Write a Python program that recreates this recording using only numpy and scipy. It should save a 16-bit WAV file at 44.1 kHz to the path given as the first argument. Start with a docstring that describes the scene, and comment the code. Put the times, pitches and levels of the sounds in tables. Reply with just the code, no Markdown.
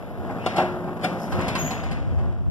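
"""A corrugated steel garage gate rumbles shut, swung by an electric opener and heard from the street.
Its lifting arms squeak and clank three times as the slack is taken up; rollers scrape in their guides.
The loose sheet rattles against its frame and booms as it comes upright.
A dry pivot sticks and slips, squealing into the garage.
Behind it all sits a faint high whine, and wind buffets the microphone."""
import sys
import numpy as np
from scipy import signal
from scipy.fft import rfft, irfft
from scipy.io import wavfile

SR = 44100
rng = np.random.default_rng(int(sys.argv[2]) if len(sys.argv) > 2 else 0)


def inscribe(sig):
    """Save sig as 16-bit PCM at rate SR to the path in sys.argv[1].

    A 1-D sig is mono; a 2-D sig holds one channel per row.
    Samples are clipped to [-1, 1] before scaling.
    """
    pcm = np.round(np.clip(np.atleast_2d(sig).T, -1, 1) * 32767)
    wavfile.write(sys.argv[1], SR, pcm.astype(np.int16))


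N = 110250
TIME = np.arange(N) / SR
HZ = np.maximum(np.arange(N // 2 + 1) * SR / N, 1)


# fader ride of the shaking sheet: t/s, level/dB
RUMBLE_RIDE = [(0, -37.5), (.14, -37.5), (.26, -31.5), (.42, -31.5), (.52, -30.5), (.72, -32.5), (.97, -33),
               (1.12, -28), (1.28, -32.5), (1.37, -28), (1.7, -32), (2.05, -37.5), (2.25, -36.5),
               (2.5, -46)]
# EQ of the rumble: f/Hz, level/dB
RUMBLE_EQ = [(40, -61), (100, -10.5), (190, 3.5), (430, -4.5), (680, -0.5), (950, -8.5), (1400, -12),
             (2100, -23), (2900, -28.5), (4300, -36.5), (7500, -43), (14000, -52.5)]
# low panel modes: f/Hz, send from the shaking/dB, send from a clank/dB, t60/s
PANEL_MODES = [(107.5, -17, -20, 1.2), (169, -14, -26, 1.05), (360.3, -13.5, -6.5, 1.2),
               (630.3, -27, -2, 0.26)]
def rumble():
    """The travelling sheet shakes all over and hums in its low modes."""
    flutter = amp(.7 * drift(54))
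    shaking = stereo_noise(RUMBLE_EQ, grain_db=2) * flutter
    hum = sum(amp(db) * ring(rng.standard_normal(N), hz, t60) for hz, db, _, t60 in PANEL_MODES)
    return amp(envelopes(RUMBLE_RIDE)[0]) * (shaking + hum)


# arm hits: t/s, level/dB, treble/dB, attack/s, decay/s, send to the sheet/dB
CLANK_CUES = [(0.462, -13, 6.5, 0.00019, 0.0073, -10), (0.583, -16, -6, 0.012, 0.031, -2),
              (1.045, -17, 7.5, 0.008, 0.012, -10)]
# modes of the lifting arms: f/Hz, level/dB, t60/s
ARM_MODES = [(735, -1.5, .045), (1020, -20, .04), (1380, -12, .03), (2100, -19, .025), (2750, -21, .03)]
def clanks():
    """The arms take up their slack: a crack, a short ring, and the sheet answers, with little bass."""
    body, contacts = 0, 0
    for t, db, treble_db, attack, decay, send_db in CLANK_CUES:
        force = amp(db) * chatter(t, attack, decay)
        contact = harden(force, treble_db)
        arms = sum(amp(mode_db) * ring(force, hz, t60) for hz, mode_db, t60 in ARM_MODES)
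        panel = sum(amp(mode_db) * ring(force, hz, t60) for hz, _, mode_db, t60 in PANEL_MODES)
        body = body + arms + amp(send_db) * (panel + excite(contact, sheet_ring()))
        contacts = contacts + contact
    low_cut = signal.butter(2, 165, "high", fs=SR, output="sos")
    return signal.sosfilt(low_cut, body + excite(contacts, crack()))


# sheet hits: t/s, level/dB, treble/dB; the 0.562 s row is the arms' first catch, just before the second clank
RATTLE_CUES = [(0.292, -26, -29), (.562, -36, 16), (.874, -27, -21), (1.011, -35, -2), (1.321, -24, -1.5),
               (1.389, -19.5, -12), (1.41, -32, 7), (1.48, -26.5, 9), (1.552, -24, 8), (1.707, -23.5, 2),
               (1.834, -35, 4), (1.913, -29, 1), (2.185, -32, -11)]
def rattles():
    """The loose sheet chatters against its frame: a bare crack and the ring of the whole panel."""
    force = sum(amp(db) * harden(chatter(t, attack=.00044, decay=.015), treble_db)
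                for t, db, treble_db in RATTLE_CUES)
    return excite(force, sheet_ring() + crack(db=-22.5))


# EQ of the struck sheet: f/Hz, level/dB
SHEET_EQ = [(50, -49), (170, 12.5), (420, -6.5), (700, 5.5), (1400, 1.5), (2100, -1), (3100, -9),
            (4300, -14.5), (5300, -18.5), (7800, -27.5), (10500, -28), (14000, -42)]
def sheet_ring():
    """A tight panel ring with a garage tail; every spot that is struck rings a little differently."""
    return dense_ring(SHEET_EQ, t60=.042) + amp(-3) * dense_ring(SHEET_EQ, t60=.65)


# EQ of the contact transient: f/Hz, level/dB
CRACK_EQ = [(1000, -16), (2300, 11), (5300, -2), (8000, -12), (10000, -4.5), (14000, -21)]
def crack(db=-23.5):
    """The bright, dry snap of steel meeting steel, as an impulse response."""
    return amp(db) * dense_ring(CRACK_EQ, t60=.016)


# sways of the gate: t/s, level/dB, t60/s
BOOM_CUES = [(1.391, -24.5, 0.21), (1.48, -30, 0.68), (1.62, -31.5, 0.96), (2.488, -31.5, .3)]
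# EQ of the flexing panel: f/Hz, level/dB
BOOM_EQ = [(40, -16), (85, 2.5), (180, 5.5), (340, -5.5), (1200, -68)]
def booms():
    """The whole panel flexes with a low boom as the gate comes upright."""
    attack_s, power = .012, 0
    for t, db, t60 in BOOM_CUES:
        swell = np.exp(-np.maximum((t - TIME) / attack_s, np.log(1000) * (TIME - t) / t60))
        power = power + (amp(db) * swell) ** 2
    return np.sqrt(power) * stereo_noise(BOOM_EQ)


# fader ride of the rollers: t/s, level/dB
SCRAPE_RIDE = [(0, -53.5), (.35, -59), (.44, -45), (.5, -38.5), (.95, -66), (1.27, -49.5), (1.45, -37.5),
               (1.7, -39.5), (1.95, -42.5), (2.08, -53.5), (2.5, -62)]
# EQ of the scrape: f/Hz, level/dB
SCRAPE_EQ = [(500, -30), (1400, 6.5), (2100, 8), (3300, -1.5), (4300, -9.5), (5200, -10), (8000, -21),
             (14000, -37)]
# EQ of the sliding steel: f/Hz, level/dB
HISS_EQ = [(2000, -36), (5400, 11), (7500, -2), (12000, 3.5), (14000, -17)]
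def rollers():
    """Gritty rubbing in the guides, with one bright, catching hiss of sliding steel."""
    swell = np.exp(-((TIME - 1.28) / .13) ** 2)
    hiss = amp(-52.5 + 3.5 * drift(12)) * swell * stereo_noise(HISS_EQ, grain_db=2.5)
    scrape = amp(envelopes(SCRAPE_RIDE)[0]) * stereo_noise(SCRAPE_EQ, grain_db=2.5)
    return scrape + hiss


# pitch and fader ride of the dry pivot: t/s, f/Hz, level/dB
SQUEAL_RIDE = [(1.578, 6780, -47), (1.592, 6666, -31), (1.608, 6600, -27), (1.635, 6520, -38.5),
               (1.66, 6920, -36), (1.688, 6780, -39), (1.705, 6600, -60)]
def squeal():
    """Stick and slip at a pivot: a rough, unsteady tone and its octave, echoing in the garage."""
    hz, db = envelopes(SQUEAL_RIDE)
    phase = 2 * np.pi * np.cumsum(hz + 115 * drift(354)) / SR
    slipping = (TIME > SQUEAL_RIDE[0][0]) & (TIME < SQUEAL_RIDE[-1][0])
    level = amp(db + 3 * drift(105)) * slipping
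    tone = level * (np.sin(phase) + amp(-12) * np.sin(2 * phase))
    garage = rms_one(rng.standard_normal((2, N)) * tail(t60=.52)) / np.sqrt(N)
    pan_left = amp([[1], [-1]])
    return (tone + amp(-1.5) * excite(tone, garage)) * pan_left


def squeak():
    """A joint under growing load gives a short rising squeak before it lets go."""
    start_s, length_s, rise_hz_per_s = .38, .1, 6000
    age = np.clip(TIME - start_s, 0, length_s)
    hz = 2450 + rise_hz_per_s * age + 115 * drift(320)
    level = amp(-44) * np.sin(np.pi * age / length_s)
    return level * np.sin(2 * np.pi * np.cumsum(hz) / SR)


def high_whine():
    """Three faint, narrow bands of hiss near 11-12 kHz that fade out at 1.8 s."""
    width_hz, end_s, fade_s = 110, 1.8, .052
    whine = 0
    for hz in (10970, 11720, 12330):
        noise = rfft(rng.standard_normal((2, N)))
        whine = whine + rms_one(irfft(noise / (1 + ((HZ - hz) / width_hz) ** 2), N))
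    return amp(-70) * whine * np.clip((end_s - TIME) / fade_s, 0, 1)


# fader ride of the gusts: t/s, level/dB
WIND_RIDE = [(0, -38), (.17, -39), (.21, -26.5), (.3, -37), (1.28, -40), (1.35, -21.5), (1.45, -34),
             (1.82, -32), (1.93, -22), (2.0, -27.5), (2.14, -20), (2.3, -24), (2.36, -30), (2.42, -25),
             (2.5, -21)]
# EQ of the buffeting: f/Hz, level/dB
WIND_EQ = [(15, -61), (40, 4), (65, 11), (100, 12.5), (170, 2), (300, -11), (1000, -60.5)]
def wind():
    """Low gusts on the microphone push the two channels in opposite directions."""
    return amp(envelopes(WIND_RIDE)[0]) * stereo_noise(WIND_EQ, correlation=-.91)


# stereo image of the gate: f/Hz, left-right correlation/(-1..1)
GATE_IMAGE = [(80, 1), (230, 0.94), (500, 0.81), (950, 1), (1800, 0.9), (12000, 0.78)]
def stereo_noise(eq, grain_db=0, correlation=None):
    """Shaped noise of rms 1, as wide as the gate by default; grain breaks it into uneven ticks."""
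    if correlation is None:
        correlation = np.clip(spectrum(GATE_IMAGE), -.99, .99)
    mid, side = rfft(rng.standard_normal((2, N)) * amp(grain_db * drift(330)))
    pair = np.sqrt(1 + correlation) * mid + np.sqrt(1 - correlation) * side * [[1], [-1]]
    return rms_one(irfft(amp(spectrum(eq)) * pair, N))


def chatter(t, attack, decay, contacts_per_s=3500):
    """A burst of loose metal contacts that swells to time t and dies away."""
    shape = np.exp(-np.maximum((t - TIME) / attack, (TIME - t) / decay))
    ticks = (rng.random(N) < contacts_per_s / SR) * rng.choice([-1, 1], N)
    strength = amp(.5 * rng.standard_normal(N))
    return rms_one(ticks * strength * shape) * np.sqrt(np.mean(shape ** 2))


def harden(force, treble_db, crossover_hz=1970):
    """A high shelf: a harder contact has more treble."""
    split = [signal.butter(2, crossover_hz, kind, fs=SR, output="sos") for kind in ("low", "high")]
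    low, high = (signal.sosfilt(np.vstack([sos, sos]), force) for sos in split)
    return low + amp(treble_db) * high


def ring(force, hz, t60):
    """One mode, carrying as much energy as the force that drives it."""
    radius, angle = np.exp(-np.log(1000) / (t60 * SR)), 2 * np.pi * hz / SR
    mode = signal.lfilter([1], [1, -2 * radius * np.cos(angle), radius ** 2], force + 1e-18)
    return rms_one(mode) * np.std(force)


def dense_ring(eq, t60):
    """Response of countless modes, energy 1; t60 holds at 1 kHz and lower octaves hang on longer."""
    noise, response = rfft(stereo_noise(eq)), 0
    for hz in 1000 * 2. ** np.arange(-5, 5):
        octave = irfft(noise * np.maximum(1 - abs(np.log2(HZ / hz)), 0), N)
        octave_t60 = t60 * (1000 / hz) ** .25
        response = response + octave * tail(octave_t60) / np.sqrt(octave_t60)
    return rms_one(response) / np.sqrt(N)


def excite(force, response):
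    """Play a force through an impulse response."""
    return signal.fftconvolve(np.atleast_2d(force), response, axes=1)[:, :N]


def tail(t60):
    """A decay that drops 60 dB in t60 seconds."""
    return np.exp(-np.log(1000) * TIME / t60)


def drift(rate_hz):
    """Random modulation of rms 1, rolling off above rate_hz."""
    return rms_one(irfft(rfft(rng.standard_normal(N)) / (1 + (HZ / rate_hz) ** 2), N))


def envelopes(ride):
    """One automation curve for each column after the time."""
    times, *columns = np.transpose(ride)
    return [np.interp(TIME, times, column) for column in columns]


def spectrum(points):
    """Join breakpoints on a log-frequency axis."""
    hz, values = np.transpose(points)
    return np.interp(np.log(HZ), np.log(hz), values)


def amp(db):
    """Decibels to gain."""
    return 10 ** (np.asarray(db) / 20)


def rms_one(x):
    """Scale to rms 1."""
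    return x / np.sqrt(np.mean(x ** 2) + 1e-20)


def lean_left(mix, lead_s=.0004714, above_hz=1062):
    """The treble reaches the left channel earlier and a little louder."""
    hz, sides = np.arange(N + 1) * SR / (2 * N), np.array([[1], [-1]])
    phase = np.pi * lead_s * np.maximum(hz - above_hz, 0)
    pan_db = .5 + hz / 14250
    mirrored = np.hstack([mix, mix[:, ::-1]])  # keeps the ends smooth
    return irfft(rfft(mirrored) * amp(sides * pan_db) * np.exp(1j * sides * phase))[:, :N]


def scene():
    """The closing gate over a faint high whine and the wind, all leaning left."""
    gate = rumble() + clanks() + rattles() + booms() + rollers() + squeal() + squeak()
    return lean_left(gate + high_whine() + wind())


def record(dry):
    """A steep high cut at 14250 Hz."""
    return signal.sosfilt(signal.ellip(10, .1, 80, 14250, fs=SR, output="sos"), dry)


dry = scene()
out = record(dry)
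inscribe(out)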